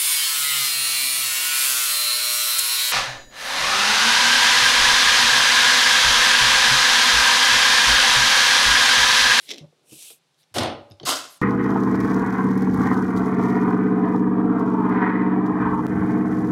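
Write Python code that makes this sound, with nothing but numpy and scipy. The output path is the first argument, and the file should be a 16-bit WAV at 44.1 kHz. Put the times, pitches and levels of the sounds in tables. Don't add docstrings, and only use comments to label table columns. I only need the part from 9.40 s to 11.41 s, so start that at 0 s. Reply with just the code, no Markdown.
import sys
import numpy as np
from scipy import signal
from scipy.fft import rfft, irfft, next_fast_len
from scipy.io import wavfile

SR = 44100
rng = np.random.default_rng(int(sys.argv[2]) if len(sys.argv) > 2 else 0)


def inscribe(sig):
    pcm = np.round(np.clip(np.atleast_2d(sig).T, -1, 1) * 32767)
    wavfile.write(sys.argv[1], SR, pcm.astype(np.int16))


N = 88861
TIME_S = np.arange(N) / SR
FFT_SIZE = next_fast_len(N, real=True)
FREQS_HZ = np.maximum(np.arange(FFT_SIZE // 2 + 1) * SR / FFT_SIZE, 1)

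# (time [s], dense ring level [dB], gain recovery time [s], recovery exponent [1],
# starting gain [1], bass lag [s], top of lagging bass [Hz])
LANDING = (1.141, -24.5, 0.13, 1.26, 0.0326, 0.0959, 400)
LATCHING = (1.652, -21.5, .045, 1.7, .15, .07, 1300)
# (frequency [Hz], density [dB per Hz])
LANDING_COLOUR = [(65, -10), (100, -1), (135, -2), (175, -7.5), (240, 2), (330, 2.5), (480, -1.5),
                  (720, 1.5), (900, -5), (1300, -5.5), (1700, -11), (2300, -10.5), (3600, -8.5),
                  (5200, -13.5), (7000, -21.5), (9500, -21.5), (13000, -31), (15800, -44)]
LATCHING_COLOUR = [(70, -22), (130, -16.5), (185, -19), (270, -5), (480, -7), (620, -0.5), (740, -2),
                   (850, -7), (1040, -0.5), (1420, 0.5), (1750, -9), (2050, -7.5), (2380, -13.5),
                   (2600, -5), (3600, -4), (5100, -4.5), (5700, -8), (6500, -6), (7700, -12), (8050, -7),
                   (8500, -11.5), (9600, -12.5), (12800, -17), (15800, -30)]
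# (frequency [Hz], t60 [s])
LANDING_T60 = [(90, 0.49), (250, .41), (650, .5), (1500, 0.38), (4000, .36), (7000, 0.22), (13000, 0.15)]
LATCHING_T60 = [(90, 0.44), (250, 0.4), (650, 0.41), (1300, 0.44), (4000, 0.43), (7000, 0.46),
                (13000, 0.33)]
# (frequency [Hz], t60 [s], landing level [dB], latching level [dB])
BOX_MODES = [(88.6, 0.32, -39, -64), (100.3, 0.31, -32.5, -60), (128, 0.38, -38.5, -56.5),
             (227.6, 0.396, -37.5, -56), (271.6, 0.36, -41.5, -44.5), (319.4, 0.4, -35.5, -48.5),
             (452, 0.43, -41.5, -50), (527.7, 0.44, -38, -54), (575, .68, -39.5, -54),
             (615, 0.4, -41.5, -41.5), (665.7, 0.4, -38, -46), (734.6, .5, -41, -42),
             (827, .58, -43.5, -52), (1022, .44, -41, -38), (1065, .42, -47, -38.5),
             (1235, 0.48, -44.5, -47), (1338, 0.44, -46, -35.5), (1437, 0.42, -44.5, -41.5),
             (2848, 0.42, -48, -47), (3570, 0.35, -48, -43), (4360, 0.45, -52, -50)]
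CREST_S = 0.059
BASS_START = 0.5
RATTLE_DB, RATTLE_PER_S = 1, 300
PANEL_RIPPLE_DB, PANEL_SPACING_HZ = 1.98, 45.17
RING_CENTRES_HZ = np.geomspace(60, 15000, 16)

# (time [s], level [dB])
CLACKS = [(1.1838, -15), (1.1862, -22), (1.2182, -34), (1.2333, -23.5)]
# (frequency [Hz], density [dB per Hz])
CLACK_COLOUR = [(350, -41), (600, -10), (1380, -2), (2260, -13.5), (3600, -0.5), (5820, -10), (9390, -11),
                (10200, -15.5), (14600, -28), (15800, -39)]
CLACK_T60_S = 0.013
# (level [dB], frequency [Hz], relative width [1], t60 [s])
ZING = (-44.5, 8950, .03, .24)
ZING_S = 1.2333

# (time [s], level [dB])
SLIPS_AND_CLICKS = [(.0905, -30), (.0935, -37), (.0992, -34), (.103, -39), (.1055, -30), (.1078, -30),
                    (.1125, -23.5), (.1145, -32), (.1168, -33), (.1207, -34), (.1235, -37), (.1365, -35),
                    (.1428, -33), (.1595, -41), (.1655, -50), (.176, -41), (.1822, -33.5), (.188, -40),
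                    (.944, -61), (1.031, -56), (1.038, -58)]
# (frequency [Hz], density [dB per Hz])
SLIP_COLOUR = [(1000, -28), (1450, -34), (2080, -0.5), (2650, -7.5), (3150, 0.5), (4000, 0.5), (4400, -7.5),
               (4850, -7.5), (5600, -2.5), (6300, -9.5), (6800, -16), (7400, -9.5), (7900, -20),
               (9300, -18), (10100, -30), (10900, -20), (12200, -26), (15800, -42)]
SLIP_T60_S = 0.016
# (time [s], level [dB])
GRIND = [(0, -61), (.065, -56.5), (.09, -44), (.113, -37), (.15, -52.5), (.17, -57), (.19, -49),
         (.22, -61.5), (.26, -85)]
GRIND_GRAINS_PER_S = 4000
# (time [s], level [dB])
RUMBLE = [(0, -70), (.07, -66.5), (.11, -48.5), (.19, -54), (.25, -56), (.3, -75), (.42, -70), (.53, -64.5),
          (.6, -65), (.72, -74.5), (.8, -78)]
# (frequency [Hz], density [dB per Hz])
RUMBLE_COLOUR = [(190, -7), (280, -0.5), (540, -0.5), (740, -9.5), (920, -23), (3000, -40), (15000, -70)]

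# (time [s], level [dB], pitch [Hz], t60 [s])
BUMPS = [(.086, -43, 300, 0.083), (.114, -36.5, 424, 0.11), (.131, -37, 348, 0.081),
         (.172, -34, 268, 0.066), (.208, -36.5, 154, 0.12), (.2213, -36, 154, 0.12),
         (.2413, -37, 151, 0.05), (.239, -39.5, 570, 0.052), (.324, -49.5, 492, 0.043),
         (.519, -37, 314, .08), (.516, -46, 135, .12), (.56, -53, 150, .1), (.705, -39, 460, 0.048),
         (1.112, -54.5, 112, 0.14), (1.16, -23.5, 718, 0.074), (1.245, -29, 535, 0.058),
         (1.507, -39, 104, 0.14), (1.51, -44, 315, .12), (1.599, -42.5, 732, 0.078),
         (1.607, -39.5, 362, .1), (1.612, -42, 134, 0.11), (1.631, -29, 436, 0.076),
         (1.632, -28.5, 139.4, 0.073)]
# (multiple of pitch [1], density [dB per Hz])
BUMP_COLOUR = [(.45, -19), (.65, -7), (1, 0), (1.6, -8.5), (2.6, -21), (8, -39), (30, -80)]
BUMP_ATTACK_S, BUMP_TONE_SHARE = 0.0055, 0.52

# (time [s], level [dB], first, second, third ring [Hz])
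TICKS = [(.702, -35, 2500, 3400, 2130), (1.501, -49.5, 11800, 3600, 4700), (1.511, -40, 5120, 3620, 6500),
         (1.518, -40, 3680, 5000, 10000), (1.5986, -31, 3130, 4500, 5520), (1.6315, -31, 4400, 2990, 6240),
         (1.637, -38, 3660, 4300, 3420)]
# (frequency [Hz], density [dB per Hz])
TICK_COLOUR = [(1200, -10), (2500, -8), (3100, 2.5), (3800, -3), (4500, -6), (5000, -5), (5500, -6),
               (6800, -24), (15800, -38)]
TICK_RING_DBS = [1, -5.5, -9.5]
TICK_T60_S, TICK_ATTACK_S, TICK_TONE_SHARE = 0.015, 0.0009, 0.73

# (time [s], level [dB])
ARM_DOWN = [(.43, -80), (.48, -61), (.525, -47), (.57, -47), (.62, -42.5), (.68, -43.5), (.72, -46.5),
            (.76, -58.5), (.79, -73)]
# (frequency [Hz], density [dB per Hz])
ARM_COLOUR = [(710, -29), (1200, -27), (1900, -25.5), (2550, -5), (3760, -5), (4670, -10), (5300, -6),
              (6890, -7.5), (8730, -1.5), (10400, -5), (11800, -6), (15800, -20)]
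ARM_PATCH_DB, ARM_PATCHES_PER_S = 1.5, 24.9
CLOTH_GRAIN_DB, CLOTH_GRAINS_PER_S = 1.0, 250
PATCH_CENTRES_HZ = np.geomspace(2000, 15000, 12)

# (time [s], level [dB], half length [s], squeak [Hz], glide [Hz per s])
BRUSHES = [(0.034, -58, 0.032, 10200, 0), (.04, -61.5, .04, 3900, 0), (0.066, -62, 0.028, 7450, -3),
           (1.008, -63.5, 0.018, 4220, 3), (1.928, -51, 0.025, 11200, -18000),
           (1.973, -57.5, 0.0082, 9600, -18000)]
# (frequency [Hz], density [dB per Hz])
BRUSH_COLOUR = [(1500, -10), (3000, -9), (4000, 0), (5500, -10.5), (7500, -5.5), (9500, -2.5),
                (12000, -4.5), (13500, -11), (15800, -17)]
BRUSH_WIDTH_HZ, BRUSH_SQUEAK_SHARE = 520, 0.42

# (frequency [Hz], density [dB per Hz])
ROOM_COLOUR = [(60, 2), (3000, -3), (7000, -1.5), (15000, -16)]
ROOM_T60_S, ROOM_DELAY_S = 0.22, 0.0047
ROOM_DB, TICK_ROOM_DB = -18, -11
# (frequency [Hz], density [dB per Hz])
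AIR_COLOUR = [(60, -17), (110, -9), (150, 5), (210, -8.5), (350, -5.5), (600, -7.5), (800, -5.5),
              (1100, -9.5), (2000, -11.5), (3800, -9), (7000, -17), (10000, -20.5), (15800, -36)]
AIR_DB = -68.5
LOW_CUT_HZ, HIGH_CUT_HZ = 66, 15800


def from_db(db):
    return np.exp(np.asarray(db) * np.log(10) / 20)


def rms_one(x):
    return x / np.sqrt(np.mean(x ** 2) + 1e-20)


def at_hz(points, hz):
    table_hz, value = np.transpose(points)
    return np.interp(np.log(hz), np.log(table_hz), value)


def level_curve(points):
    s, db = np.transpose(points)
    inside = (TIME_S >= s[0]) * (TIME_S <= s[-1])
    return from_db(np.interp(TIME_S, s, db)) * inside


def coloured(x, colour):
    skirt = np.minimum(FREQS_HZ / colour[0][0], 1) ** 2
    response = from_db(at_hz(colour, FREQS_HZ)) * skirt
    return rms_one(irfft(rfft(x, FFT_SIZE) * response, FFT_SIZE)[:N])


def noise(colour):
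    return coloured(rng.standard_normal(N), colour)


def age_of(s):
    return np.maximum(TIME_S - s, 0)


def dying(s, t60_s):
    return (TIME_S >= s) * np.exp(-np.log(1000) * np.minimum(age_of(s) / t60_s, 10))


def struck(s, t60_s, attack_s):
    return dying(s, t60_s) * (1 - np.exp(-age_of(s) / attack_s))


def tone(s, hz):
    return np.sqrt(2) * np.sin(2 * np.pi * hz * age_of(s))


def blend(clear, rough, share):
    return np.sqrt(share) * clear + np.sqrt(1 - share) * rough


def wobble(axis, rate):
    return 1.11 * np.interp(axis * rate, np.arange(N // 8), rng.standard_normal(N // 8))


def band_weights(centres_hz):
    return [np.interp(FREQS_HZ, centres_hz, pick) for pick in np.eye(len(centres_hz))]


def panel_noise(colour):
    depth_db = PANEL_RIPPLE_DB * np.minimum(FREQS_HZ / 3000, 1)
    ripple = from_db(depth_db * wobble(FREQS_HZ, 1 / PANEL_SPACING_HZ))
    return rfft(noise(colour), FFT_SIZE) * rms_one(ripple)


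def knock(event, colour, t60s, mode_dbs):
    s, db, recovery_s, exponent, start_gain, bass_lag_s, bass_hz = event
    first = int(s * SR)
    age = TIME_S[:N - first]

    def limiter_gain(t):
        return np.minimum(start_gain + (t / recovery_s) ** exponent, 1)

    def envelope(hz, t60_s):
        lag_s = bass_lag_s / (1 + (hz / bass_hz) ** 2) + 1 / SR
        onset = np.minimum(BASS_START + age / lag_s, 1) ** 2
        return onset * np.exp(-np.log(1000) * (age - CREST_S) / t60_s)

    spectrum = panel_noise(colour)
    ring, modes = 0, 0
    for hz, weight in zip(RING_CENTRES_HZ, band_weights(RING_CENTRES_HZ)):
        band = irfft(spectrum * weight, FFT_SIZE)[first:N]
        ring = ring + band * envelope(hz, at_hz(t60s, hz))
    for (hz, t60_s, *_), mode_db in zip(BOX_MODES, mode_dbs):
        modes = modes + from_db(mode_db) * tone(s, hz)[first:] * envelope(hz, t60_s)
    rattle = from_db(db + RATTLE_DB * wobble(age, RATTLE_PER_S))
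    body = rattle * ring + modes
    return np.pad(body * limiter_gain(age) / limiter_gain(CREST_S), (first, 0))


def contacts(rows, colour, t60_s):
    texture = irfft(panel_noise(colour), FFT_SIZE)[:N]
    return texture * sum(from_db(db) * dying(s, t60_s) for s, db in rows)


def clacks():
    db, hz, width, t60_s = ZING
    zing = noise([(hz / 2, -70), (hz * (1 - 2 * width), -25), (hz, 0),
                  (hz * (1 + 2 * width), -25), (hz * 2, -70)])
    return contacts(CLACKS, CLACK_COLOUR, CLACK_T60_S) + from_db(db) * dying(ZING_S, t60_s) * zing


def hinge_and_catch():
    grains = rng.standard_normal(N) * (rng.random(N) < GRIND_GRAINS_PER_S / SR)
    grind = level_curve(GRIND) * coloured(grains, SLIP_COLOUR)
    rumble = level_curve(RUMBLE) * noise(RUMBLE_COLOUR)
    return contacts(SLIPS_AND_CLICKS, SLIP_COLOUR, SLIP_T60_S) + grind + rumble


def bumps():
    out = 0
    for s, db, hz, t60_s in BUMPS:
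        rough = noise([(hz * multiple, level_db) for multiple, level_db in BUMP_COLOUR])
        body = blend(tone(s, hz), rough, BUMP_TONE_SHARE)
        out = out + from_db(db) * body * struck(s, t60_s, BUMP_ATTACK_S)
    return out


def small_ticks():
    click, out = noise(TICK_COLOUR), 0
    gains = from_db(TICK_RING_DBS)
    gains = gains / np.linalg.norm(gains)
    for s, db, *rings_hz in TICKS:
        rings = sum(gain * tone(s, hz) for gain, hz in zip(gains, rings_hz))
        body = blend(rings, click, TICK_TONE_SHARE)
        out = out + from_db(db) * body * struck(s, TICK_T60_S, TICK_ATTACK_S)
    return out


def sleeve():
    spectrum = rfft(noise(ARM_COLOUR), FFT_SIZE)
    swish = 0
    for weight in band_weights(PATCH_CENTRES_HZ):
        patch = from_db(ARM_PATCH_DB * wobble(TIME_S, ARM_PATCHES_PER_S))
        swish = swish + irfft(spectrum * weight, FFT_SIZE)[:N] * patch
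    grain = from_db(CLOTH_GRAIN_DB * wobble(TIME_S, CLOTH_GRAINS_PER_S))
    return level_curve(ARM_DOWN) * swish * grain


def brushes():
    hiss, out = noise(BRUSH_COLOUR), 0
    lowpass = signal.butter(2, BRUSH_WIDTH_HZ, fs=SR, output="sos")
    waver = rms_one(signal.sosfilt(lowpass, rng.standard_normal(N)))
    for s, db, half_s, hz, glide_hz_per_s in BRUSHES:
        t = TIME_S - s
        cycles = (hz + glide_hz_per_s * t / 2) * t
        squeak = np.sqrt(2) * waver * np.sin(2 * np.pi * cycles)
        stroke = np.exp(-0.5 * (t / half_s) ** 2)
        out = out + from_db(db) * stroke * blend(squeak, hiss, BRUSH_SQUEAK_SHARE)
    return out


def garage(x):
    tail = noise(ROOM_COLOUR) * dying(ROOM_DELAY_S, ROOM_T60_S)
    return signal.fftconvolve(x, tail / np.sqrt(np.sum(tail ** 2)))[:N]


def still_air():
    return from_db(AIR_DB) * noise(AIR_COLOUR)


def scene():
    _, _, landing_dbs, latching_dbs = np.transpose(BOX_MODES)
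    landing = knock(LANDING, LANDING_COLOUR, LANDING_T60, landing_dbs)
    latching = knock(LATCHING, LATCHING_COLOUR, LATCHING_T60, latching_dbs)
    small, ticks = clacks() + hinge_and_catch() + bumps(), small_ticks()
    room = garage(from_db(ROOM_DB) * small + from_db(TICK_ROOM_DB) * ticks)
    cloth = sleeve() + brushes()
    return (landing + latching + small + ticks + room + cloth + still_air())[None]


def record(dry):
    highpass = signal.butter(4, LOW_CUT_HZ, "high", fs=SR, output="sos")
    lowpass = signal.ellip(12, 0.1, 80, HIGH_CUT_HZ, fs=SR, output="sos")
    return signal.sosfilt(lowpass, signal.sosfilt(highpass, dry))


dry = scene()
out = record(dry)
inscribe(out)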